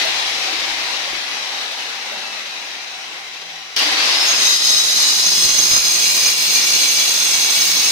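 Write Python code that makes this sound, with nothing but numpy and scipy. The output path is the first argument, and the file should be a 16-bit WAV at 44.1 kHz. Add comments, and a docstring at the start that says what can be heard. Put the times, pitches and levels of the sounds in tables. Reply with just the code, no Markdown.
"""Stone cutter in a bare hall

A handheld electric cutter coasts down, is switched on again and bites into wet granite.
The motor roars as noise coloured by its housing and whines in sines at multiples of the rotor speed.
Grains of grit ring the modes of the steel blade; rub and water spray hiss, blows knock, low bumps rumble.
A phone with two unlike microphones listens a few steps away.
"""
import sys
import numpy as np
from scipy import signal
from scipy.fft import rfft, irfft
from scipy.io import wavfile
from scipy.ndimage import uniform_filter1d

SR = 44100
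rng = np.random.default_rng(int(sys.argv[2]) if len(sys.argv) > 2 else 0)


def int16_out(signal):
    """Quantize to a 16-bit WAV file."""
    q = np.round(np.clip(np.atleast_2d(signal).T, -1, 1) * 32767)
    wavfile.write(sys.argv[1], SR, q.astype(np.int16))


def volts_from_db(level):
    """Convert decibel levels to linear amplitude ratios."""
    exponent = np.asarray(level, float) / 20
    return 10 ** exponent


N = 348831
T = np.arange(N) / SR
HZ, FRAME_S = np.fft.rfftfreq(1024, 1 / SR), np.arange(N // 256 + 5) * 256 / SR  # grid of the hisses

SWITCH_S, FREE_HZ, RUN_UP_S = 3.76, 462, .17  # switched on, the rotor closes in on its free speed
START_HZ, FRICTION_HZ_PER_S, FAN_DRAG_S = 361, 19, 6.7  # coasting speed at 0 s and what slows it
GEAR = .43  # blade turns per rotor turn
TOUCH_S = 4.156  # the blade meets the stone

# The stone holds the rotor back: (t/s, loss of speed f/Hz)
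STONE_LOAD = [(4.22, 0), (4.5, 41), (5.15, 46), (5.55, 36), (5.7, 39), (6.2, 34), (7.1, 40), (7.6, 26),
              (7.92, 24)]


def rotor(t):
    """Rotor speed in Hz: bearing friction brakes steadily, the fan more at speed; then run-up and load."""
    brake = FRICTION_HZ_PER_S * FAN_DRAG_S
    coast = (START_HZ + brake) * np.exp(-np.minimum(t, SWITCH_S) / FAN_DRAG_S) - brake
    run_up = 1 - np.exp(-np.maximum(t - SWITCH_S, 0) / RUN_UP_S)
    return coast + (FREE_HZ - coast) * run_up - curves(STONE_LOAD, t)[0]


# Roar spectrum at brightness 0: (f/Hz, relative level/dB per Hz)
DULL_ROAR = [(30, -52), (110, -33), (170, -21), (500, -13.5), (800, -10), (1300, -10), (1900, -6.5),
             (3000, -10), (4500, -17), (6200, -13), (7300, -23), (11500, -36.5), (16000, -33)]
# Roar spectrum at brightness 1: (f/Hz, relative level/dB per Hz)
BRIGHT_ROAR = [(18, -81), (30, -74), (233, -25), (303, -18), (486, -15), (822, -11), (962, -6.5),
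               (1160, -8), (1320, -9), (1630, -8), (3310, 1.5), (4910, 5.5), (7470, -17.5), (11700, -20.5),
               (16000, -53)]
# Resonances of the casing, plainest while the roar is dull: (f/Hz, width f/Hz, lift before scaling level/dB)
CASING = [(780, 26, 12), (2100, 250, 4), (2620, 300, 3), (3950, 260, 8), (5650, 120, 3)]
# Roar under power, lower once the blade is in the stone: (t/s, level/dB, brightness 0-1)
POWERED_ROAR = [(3.763, -16, 0.8), (3.81, -15, 0.65), (3.95, -17, 0.42), (4.1, -14, 0.64),
                (4.44, -18, 0.54), (4.57, -22.5, 0.68), (5.75, -24, 0.65), (7.91, -23, 0.58)]
COAST_DB, COAST_DB_PER_OCTAVE = -19.5, 10.5  # coasting roar at START_HZ, without the afterglow
COAST_BRIGHT, COAST_BRIGHT_PER_OCTAVE = 0.45, 0.13  # brightness at START_HZ and its change with speed
AFTERGLOW_DB, AFTERGLOW_S = 1.5, 0.29  # louder roar from before the switch-off dies away in the hall
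BASS_HZ, BASS_DB_PER_OCTAVE = 600, 2  # the bass fades faster as the rotor slows


def roar():
    """Fan air, gears and brushes: noise coloured by the casing, brighter at speed."""
    coasting = FRAME_S < SWITCH_S
    octaves = np.log2(rotor(FRAME_S) / START_HZ)
    coast_bright = COAST_BRIGHT + COAST_BRIGHT_PER_OCTAVE * octaves
    bright = np.clip(np.where(coasting, coast_bright, curves(POWERED_ROAR, FRAME_S)[1]), 0, 1.3)
    field_db = read(DULL_ROAR, HZ)[:, None] * (1 - bright) + read(BRIGHT_ROAR, HZ)[:, None] * bright
    bass_share = 1 / (1 + (HZ / BASS_HZ) ** 4)
    field_db += np.outer(bass_share, BASS_DB_PER_OCTAVE * (octaves + 0.51) * coasting)
    field_db += np.outer(lift(HZ, CASING), np.clip(1.5 - 2.2 * bright, 0, 1.1))
    air = hiss(field_db, patchy_db=1.5, flicker_db=.6, size=(3, 20))
    coast_db = COAST_DB + COAST_DB_PER_OCTAVE * np.log2(rotor(T) / START_HZ)
    coast_db += AFTERGLOW_DB * np.exp(-T / AFTERGLOW_S)
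    return volts_from_db(np.where(T < POWERED_ROAR[0][0], coast_db, curves(POWERED_ROAR)[0])) * air


# Resonances that the coasting whine flares on in passing: (f/Hz, width f/Hz, lift level/dB)
FLARES = [(4150, 500, 6), (2640, 300, 11)]
# Whine under power: (t/s, level/dB before its trembling)
POWERED_WHINE = [(3.8, -44), (3.94, -32), (4.0, -22), (4.22, -23), (4.45, -25), (4.6, -32), (5.4, -23.5),
                 (6.6, -25), (6.95, -32), (7.92, -31)]
# Low resonances of the hall that lift the unbalance: (f/Hz, width f/Hz, lift level/dB)
HALL_RESONANCES = [(160, 7, 16), (224, 16, 19), (260, 10, 18), (316, 22, 23), (425, 8, 18)]
WHINE_DB, WHINE_DB_PER_OCTAVE = -44, 10  # coasting whine at START_HZ off the flares; fades with speed
OVERTONES, OVERTONE_DB = (24, 36), -47  # multiples of the rotor speed; level at the casing resonance
BELL_HZ, BELL_WIDTH_HZ = 5650, 500  # casing resonance that lets the overtones out
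WOBBLE_DB = -76  # unbalance at the rotor speed itself, before the hall lifts it
BUZZ_DB, BUZZ_HZ, BUZZ_HOLD_S, BUZZ_FALL_DB_PER_S = -45, 300, .26, 85  # held, then falling
SPINDLE_DB, SPINDLE_SWELL_DB = -58, 3  # relative level of the spindle beat and its slow swell


def whine():
    """Sines locked to the rotor: slots at twelve times, overtones, unbalance; buzz and spindle beat."""
    hz, on = rotor(T), T - SWITCH_S
    # the speed and the strength tremble a little
    turns = 2 * np.pi * np.cumsum(hz * (1 + 0.00231 * wander(span=700))) / SR
    coast_db = WHINE_DB + WHINE_DB_PER_OCTAVE * np.log2(hz / START_HZ) + lift(12 * hz, FLARES)
    slots = volts_from_db(np.where(on < 0, coast_db, curves(POWERED_WHINE)[0])) * np.sin(12 * turns)
    for k in OVERTONES:
        bell = 1 / (1 + (2 * (k * hz - BELL_HZ) / BELL_WIDTH_HZ) ** 2)
        slots += volts_from_db(OVERTONE_DB) * bell * np.sin(k * turns)
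    slots *= np.sqrt(2) * volts_from_db(2.5 * wander(span=1200))
    low = volts_from_db(WOBBLE_DB + lift(hz, HALL_RESONANCES) + 2.5 * wander(span=3000)) * np.sin(turns)
    # mains buzz of the field coils under the starting current
    buzz_db = BUZZ_DB - BUZZ_FALL_DB_PER_S * np.maximum(on - BUZZ_HOLD_S, 0) + 3.1 * wander(span=600)
    low += np.clip(on / .02, 0, 1) * volts_from_db(buzz_db) * np.sin(2 * np.pi * BUZZ_HZ * T)
    # the blade spindle beats in the cut, at its turning rate and twice that
    beat = sum(resonate(rng.standard_normal(N), k * GEAR * hz, 22) for k in (1, 2))
    in_cut = np.clip((T - TOUCH_S) / 0.045, 0, 1)
    low += in_cut * volts_from_db(SPINDLE_DB + SPINDLE_SWELL_DB * wander(span=9000)) * beat
    return hall(slots, t60=.3, wet_db=-9, lag_count=1) + np.sqrt(2) * low


# Blade modes, shifting as the stone grips more of the rim:
# (shallow f/Hz, shallow relative level/dB, deep f/Hz, deep relative level/dB, width f/Hz)
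BLADE_MODES = [(1970, -17, 1900, -28, 90), (2500, -22, 2580, -15, 70), (3090, -18, 2770, -13, 80),
               (2900, -22, 2960, -16, 70), (3400, -20, 3360, -12, 90), (3875, -2.5, 4000, -12, 90),
               (4310, -8, 4250, -11, 140), (4950, -5, 4720, -12, 130), (5190, -4, 5250, -9, 160),
               (6720, -12, 6600, -13, 140), (7070, -12, 7050, -18, 120), (8130, -14, 8240, -13, 240),
               (8510, -20, 8500, -23, 200), (9510, -25, 9580, -24, 250), (10150, -16, 10300, -16, 170),
               (11800, -26, 12000, -25, 280), (12400, -25, 12650, -24, 450), (13800, -28, 13900, -26, 400)]
# Depth of the cut: (t/s, depth 0-1)
CUT_DEPTH = [(4.3, 0), (4.9, .1), (5.3, .75), (6.3, .9), (7.92, 1)]
# The higher mode that sings out: (t/s, f/Hz, level/dB before the push)
SCREECH_MODE = [(4.24, 6490, -20.5), (4.4, 6290, -21), (4.7, 6290, -21), (4.95, 6150, -23.5),
                (5.7, 6360, -19), (6.4, 6265, -23.5), (7.0, 6266, -22), (7.91, 6290, -24.5)]
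# The lower mode that sings out: (t/s, f/Hz, level/dB before the push)
GROAN_MODE = [(5.55, 2250, -34), (5.85, 2410, -32), (6.2, 2370, -27), (6.45, 2355, -31), (6.6, 2350, -27),
              (6.95, 2320, -29), (7.1, 2300, -37), (7.35, 2270, -29), (7.91, 2245, -30)]
# The hand pushes harder (+) or eases off (-): (t/s, change of level/dB, length t/s)
HAND_PUSHES = [(4.278, 1, .06), (4.36, -3, 0.088), (4.445, 2, 0.04), (4.597, -6, 0.068),
               (4.675, 0.5, 0.072), (4.83, -3, 0.044), (5.743, 2, 0.16), (5.816, -3.5, 0.05),
               (6.246, 1, 0.21), (6.363, -5, .08), (6.56, 2, 0.081), (6.79, 0, .05), (7.26, -0.5, 0.04)]
# Spectrum of the rub: (f/Hz, relative level/dB per Hz)
RUB_SPECTRUM = [(500, -62), (1500, -42), (2100, -8.5), (2500, -9.5), (2900, -29), (3150, -25), (3500, -3),
                (4000, 0), (5000, -3.5), (5650, -1.5), (6300, 0), (7400, -13.5), (9000, -51)]
# Spectrum of the water spray: (f/Hz, relative level/dB per Hz)
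SPRAY_SPECTRUM = [(4000, -60), (6500, 16), (7500, 10), (8250, 4.5), (9050, 7), (10300, 5), (12500, 7.5),
                  (13400, -4), (15500, 9), (16000, -38)]
# Spray hiss: (t/s, level/dB before the push)
SPRAY_HISS = [(4.2, -19), (4.5, -34), (5.2, -31), (6.05, -27), (6.5, -27.5), (7.3, -28), (7.7, -26),
              (7.91, -30)]
TOUCH_RISE_S, GRIT_DB = 0.33, -14.5  # fade-in at the touch; base level that ring and rub follow
RING_DB, RUB_DB = -2.5, -4.5  # blade ring and rub against the grit level
SPRAY_SHARE, SCREECH_SHARE = 1.2, 1.7  # how strongly each follows the push


def grinding():
    """Dense grains of uneven size strike the blade; the rub and the water spray hiss around it."""
    push_db = sum(db * np.exp(-(2 * (T - s) / length) ** 2) for s, db, length in HAND_PUSHES)
    grit_db = GRIT_DB + push_db
    spray_db = curves(SPRAY_HISS)[0] + SPRAY_SHARE * push_db
    depth, touch = curves(CUT_DEPTH)[0], np.clip((T - TOUCH_S) / TOUCH_RISE_S, 0, 1)
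    grains = rng.standard_normal(N) * volts_from_db(1.6 * wander(span=120) + 1.0 * wander(span=1500))
    waver = 1 + .004 * wander(span=5000)  # all blade modes waver slowly together in pitch, by chance
    modes = np.zeros(N)
    for hz0, db0, hz1, db1, width in BLADE_MODES:
        mode_db = db0 + (db1 - db0) * depth + 1.5 * wander(span=4000)
        modes += volts_from_db(mode_db) * resonate(grains, waver * (hz0 + (hz1 - hz0) * depth), width)
    ring = touch * volts_from_db(grit_db + RING_DB) * evened(modes)
    for rows, width, share in ((SCREECH_MODE, 130, SCREECH_SHARE), (GROAN_MODE, 70, 1)):
        hz, db = curves(rows)
        fade_in = np.clip((T - rows[0][0]) / 0.034, 0, 1)
        ring += volts_from_db(db + share * push_db) * fade_in * resonate(grains, waver * hz, width)
    steady = np.ones(len(FRAME_S))
    # the many lesser modes of disc and slab: narrow bands that swell and die over a few tenths of a second
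    rub_field = np.outer(read(RUB_SPECTRUM, HZ), steady)
    rub = volts_from_db(grit_db + RUB_DB) * hiss(rub_field, patchy_db=4.2, flicker_db=1.0, size=(2, 90))
    spray_field = np.outer(read(SPRAY_SPECTRUM, HZ), steady)
    spray = volts_from_db(spray_db) * hiss(spray_field, patchy_db=3.5, flicker_db=1.2, size=(3, 50))
    return hall(ring, t60=.3, wet_db=1.5) + touch * (rub + spray)


# Stone set down and the jolt of the switch: (t/s, relative level/dB, thud f/Hz, decay by 60 dB t/s)
BLOWS = [(.05, -19.5, 656, 0.15), (.527, -30, 325, 0.15), (1.063, -32, 552, 0.19), (1.13, -26, 353, 0.041),
         (1.72, -33, 673, 0.17), (2.12, -26, 589, .15), (3.763, -14, 5620, 0.069),
         (3.79, -10.5, 2780, 0.088)]


def knocks():
    """Each blow is a short dying tone with a close partner and a puff of noise."""
    out, t = np.zeros(N), T[:12000]
    for s, db, hz, t60 in BLOWS:
        tone = np.sin(2 * np.pi * hz * t) + 0.51 * np.sin(2 * np.pi * 1.12 * hz * t)
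        puff = 0.53 * rng.standard_normal(len(t)) * volts_from_db(-60 * t / 0.035)
        attack = np.minimum(t / 0.0019, 1)
        out[round(s * SR):][:len(t)] += volts_from_db(db - 60 * t / t60) * (tone + puff) * attack
    out = signal.sosfilt(signal.butter(2, 200, "high", fs=SR, output="sos"), out)
    return hall(out, t60=0.45, wet_db=-5.5)


# Low bumps, nearly all in the right microphone: (t/s, level/dB before the microphone gains, length t/s)
LOW_BUMPS = [(.2, -54, .3), (.7, -54, .4), (1.15, -55, .15), (4.52, -52, .05), (5.38, -42, .04),
             (5.45, -35, .05), (5.55, -48, .1), (5.73, -33, .04), (5.79, -40, .05), (5.88, -48, .1),
             (6.1, -48, .05)]
DRAUGHT_DB = -73  # steady rumble under the bumps, before the microphone gains


def bumps():
    """Lumpy rumble, mostly under 100 Hz, as from a draught or the holding hand."""
    noise = uniform_filter1d(rng.standard_normal(N), size=60)
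    lumps = evened(signal.sosfilt(signal.butter(1, 45, fs=SR, output="sos"), noise))
    swell = volts_from_db(DRAUGHT_DB) + sum(volts_from_db(db) * np.exp(-(2 * (T - s) / length) ** 2)
                                  for s, db, length in LOW_BUMPS)
    return np.outer([.1, 1.9], swell * lumps)  # left and right gain


def evened(x):
    """Scales to rms 1."""
    return x / np.sqrt(np.mean(x ** 2) + 1e-20)


def read(points, hz):
    """A spectrum table read on a log-frequency axis."""
    f, value = np.transpose(points)
    return np.interp(np.log(hz + 1), np.log(f + 1), value)


def curves(rows, t=T):
    """The columns of a table read at the times t."""
    s, *columns = np.transpose(rows)
    return [np.interp(t, s, c) for c in columns]


def lift(hz, peaks):
    """Gain in dB of a few broad resonances at the frequencies hz."""
    return 10 * np.log10(1 + sum((volts_from_db(db) ** 2 - 1) / (1 + (2 * (hz - f) / width) ** 2)
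                                 for f, width, db in peaks))


def resonate(x, hz, width):
    """Shifts the curve hz down to zero, smooths twice for steep skirts and shifts back; rms 1."""
    turn, r = np.exp(2j * np.pi * np.cumsum(hz) / SR), np.exp(-np.pi * width / SR)
    smooth = signal.lfilter([(1 - r) ** 2], [1, -2 * r, r ** 2], x / turn)
    return evened((turn * smooth).real)


def wander(span):
    """Slow chance of rms 1 that changes over span samples."""
    return evened(uniform_filter1d(uniform_filter1d(rng.standard_normal(N), span), span))


# Left-right likeness of every hiss: (f/Hz, correlation -1 to 1)
LIKENESS = [(60, 0.45), (180, 1), (550, 0.75), (1650, -0.09), (4970, -0.054), (15000, 0.12)]


def hiss(field_db, patchy_db, flicker_db, size=(12, 8)):
    """Noise of rms 1 in two channels from random short-time spectra, in patches of size (bins, frames)."""
    a, b, c, d, patches = rng.standard_normal((len(FRAME_S), 513, 5)).T
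    patches = uniform_filter1d(patches, size=size[0], axis=0)
    patches = evened(uniform_filter1d(patches, size=size[1], axis=1))
    flicker = evened(uniform_filter1d(rng.standard_normal(len(FRAME_S)), size=3))
    same, left = np.clip(read(LIKENESS, HZ), -1, 1)[:, None], a + 1j * b
    right = same * left + np.sqrt(1 - same ** 2) * (c + 1j * d)
    # every frame gets the same power before patches and flicker
    shape = volts_from_db(field_db) / np.sqrt(np.mean(volts_from_db(field_db) ** 2, axis=0))
    z = np.array([left, right]) * shape * volts_from_db(patchy_db * patches + flicker_db * flicker)
    return evened(signal.istft(z, nperseg=1024, noverlap=768)[1][:, :N])


def hall(x, t60, wet_db, lag_count=15):
    """The direct sound, earlier on the right, plus a tail of sparse taps that differ by microphone."""
    signs = rng.choice([-1., 1.], (2, 16000))
    taps = signs * (rng.random((2, 16000)) < .06) * volts_from_db(-60 * T[:16000] / t60)
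    taps[:, :150] = 0  # a gap before the tail
    taps *= volts_from_db(wet_db) / np.linalg.norm(taps[0])
    taps[0, lag_count] = taps[1, 0] = 1
    return signal.oaconvolve(x[None], taps / np.linalg.norm(taps[0]), axes=1)[:, :N]


def lean(x, points):
    """Shares the level between the microphones by frequency."""
    db = read(points, np.fft.rfftfreq(N, 1 / SR)) / 2
    return irfft(rfft(x) * volts_from_db(np.array([db, -db])), N)


# How motor and knocks lean to one microphone: (f/Hz, left minus right level/dB)
MOTOR_LEAN = [(60, 22), (110, 7), (200, 1), (380, 1), (700, 0.5), (1290, 1), (2380, 5), (4400, 7),
              (8120, -3.5), (15000, -8)]
# How the grinding leans to one microphone: (f/Hz, left minus right level/dB)
BLADE_LEAN = [(1500, 16), (2400, 5.5), (4000, 7), (5200, 11), (6300, 0), (8000, -1), (15000, -8)]
# The tool turns in the hand: (t/s, added left minus right level/dB)
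TOOL_TURN = [(0, 0), (3.5, -1), (4, -1.5), (5, -5), (7.92, -5)]


def scene():
    """Motor, blade and stone as the two microphones meet them."""
    turn_db = curves(TOOL_TURN)[0] / 2
    tool = lean(roar() + whine() + knocks(), MOTOR_LEAN) + lean(grinding(), BLADE_LEAN)
    return tool * volts_from_db(np.array([turn_db, -turn_db])) + bumps()


def band_limit(x):
    """A steep low-pass at the top of the band."""
    return signal.sosfilt(signal.butter(12, 16230, fs=SR, output="sos"), x)


def record(dry):
    """Loud treble shakes the right microphone, its envelope beating as low noise; peaks round off."""
    # the squared signal holds the beat of the envelope
    shaken = signal.sosfilt(signal.butter(2, [160, 2500], "band", fs=SR, output="sos"), dry[1] ** 2)
    wet = dry + np.outer([0, volts_from_db(-2.0)], shaken)
    over = np.maximum(abs(wet) - .55, 0)
    wet -= np.sign(wet) * (over - .4 * np.tanh(over / .4))
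    low_pass = signal.firwin(511, 16150, window=("kaiser", 9), fs=SR)
    wet = signal.oaconvolve(wet, low_pass[None], "same")
    return band_limit(wet)


dry = scene()
out = record(dry)
int16_out(out)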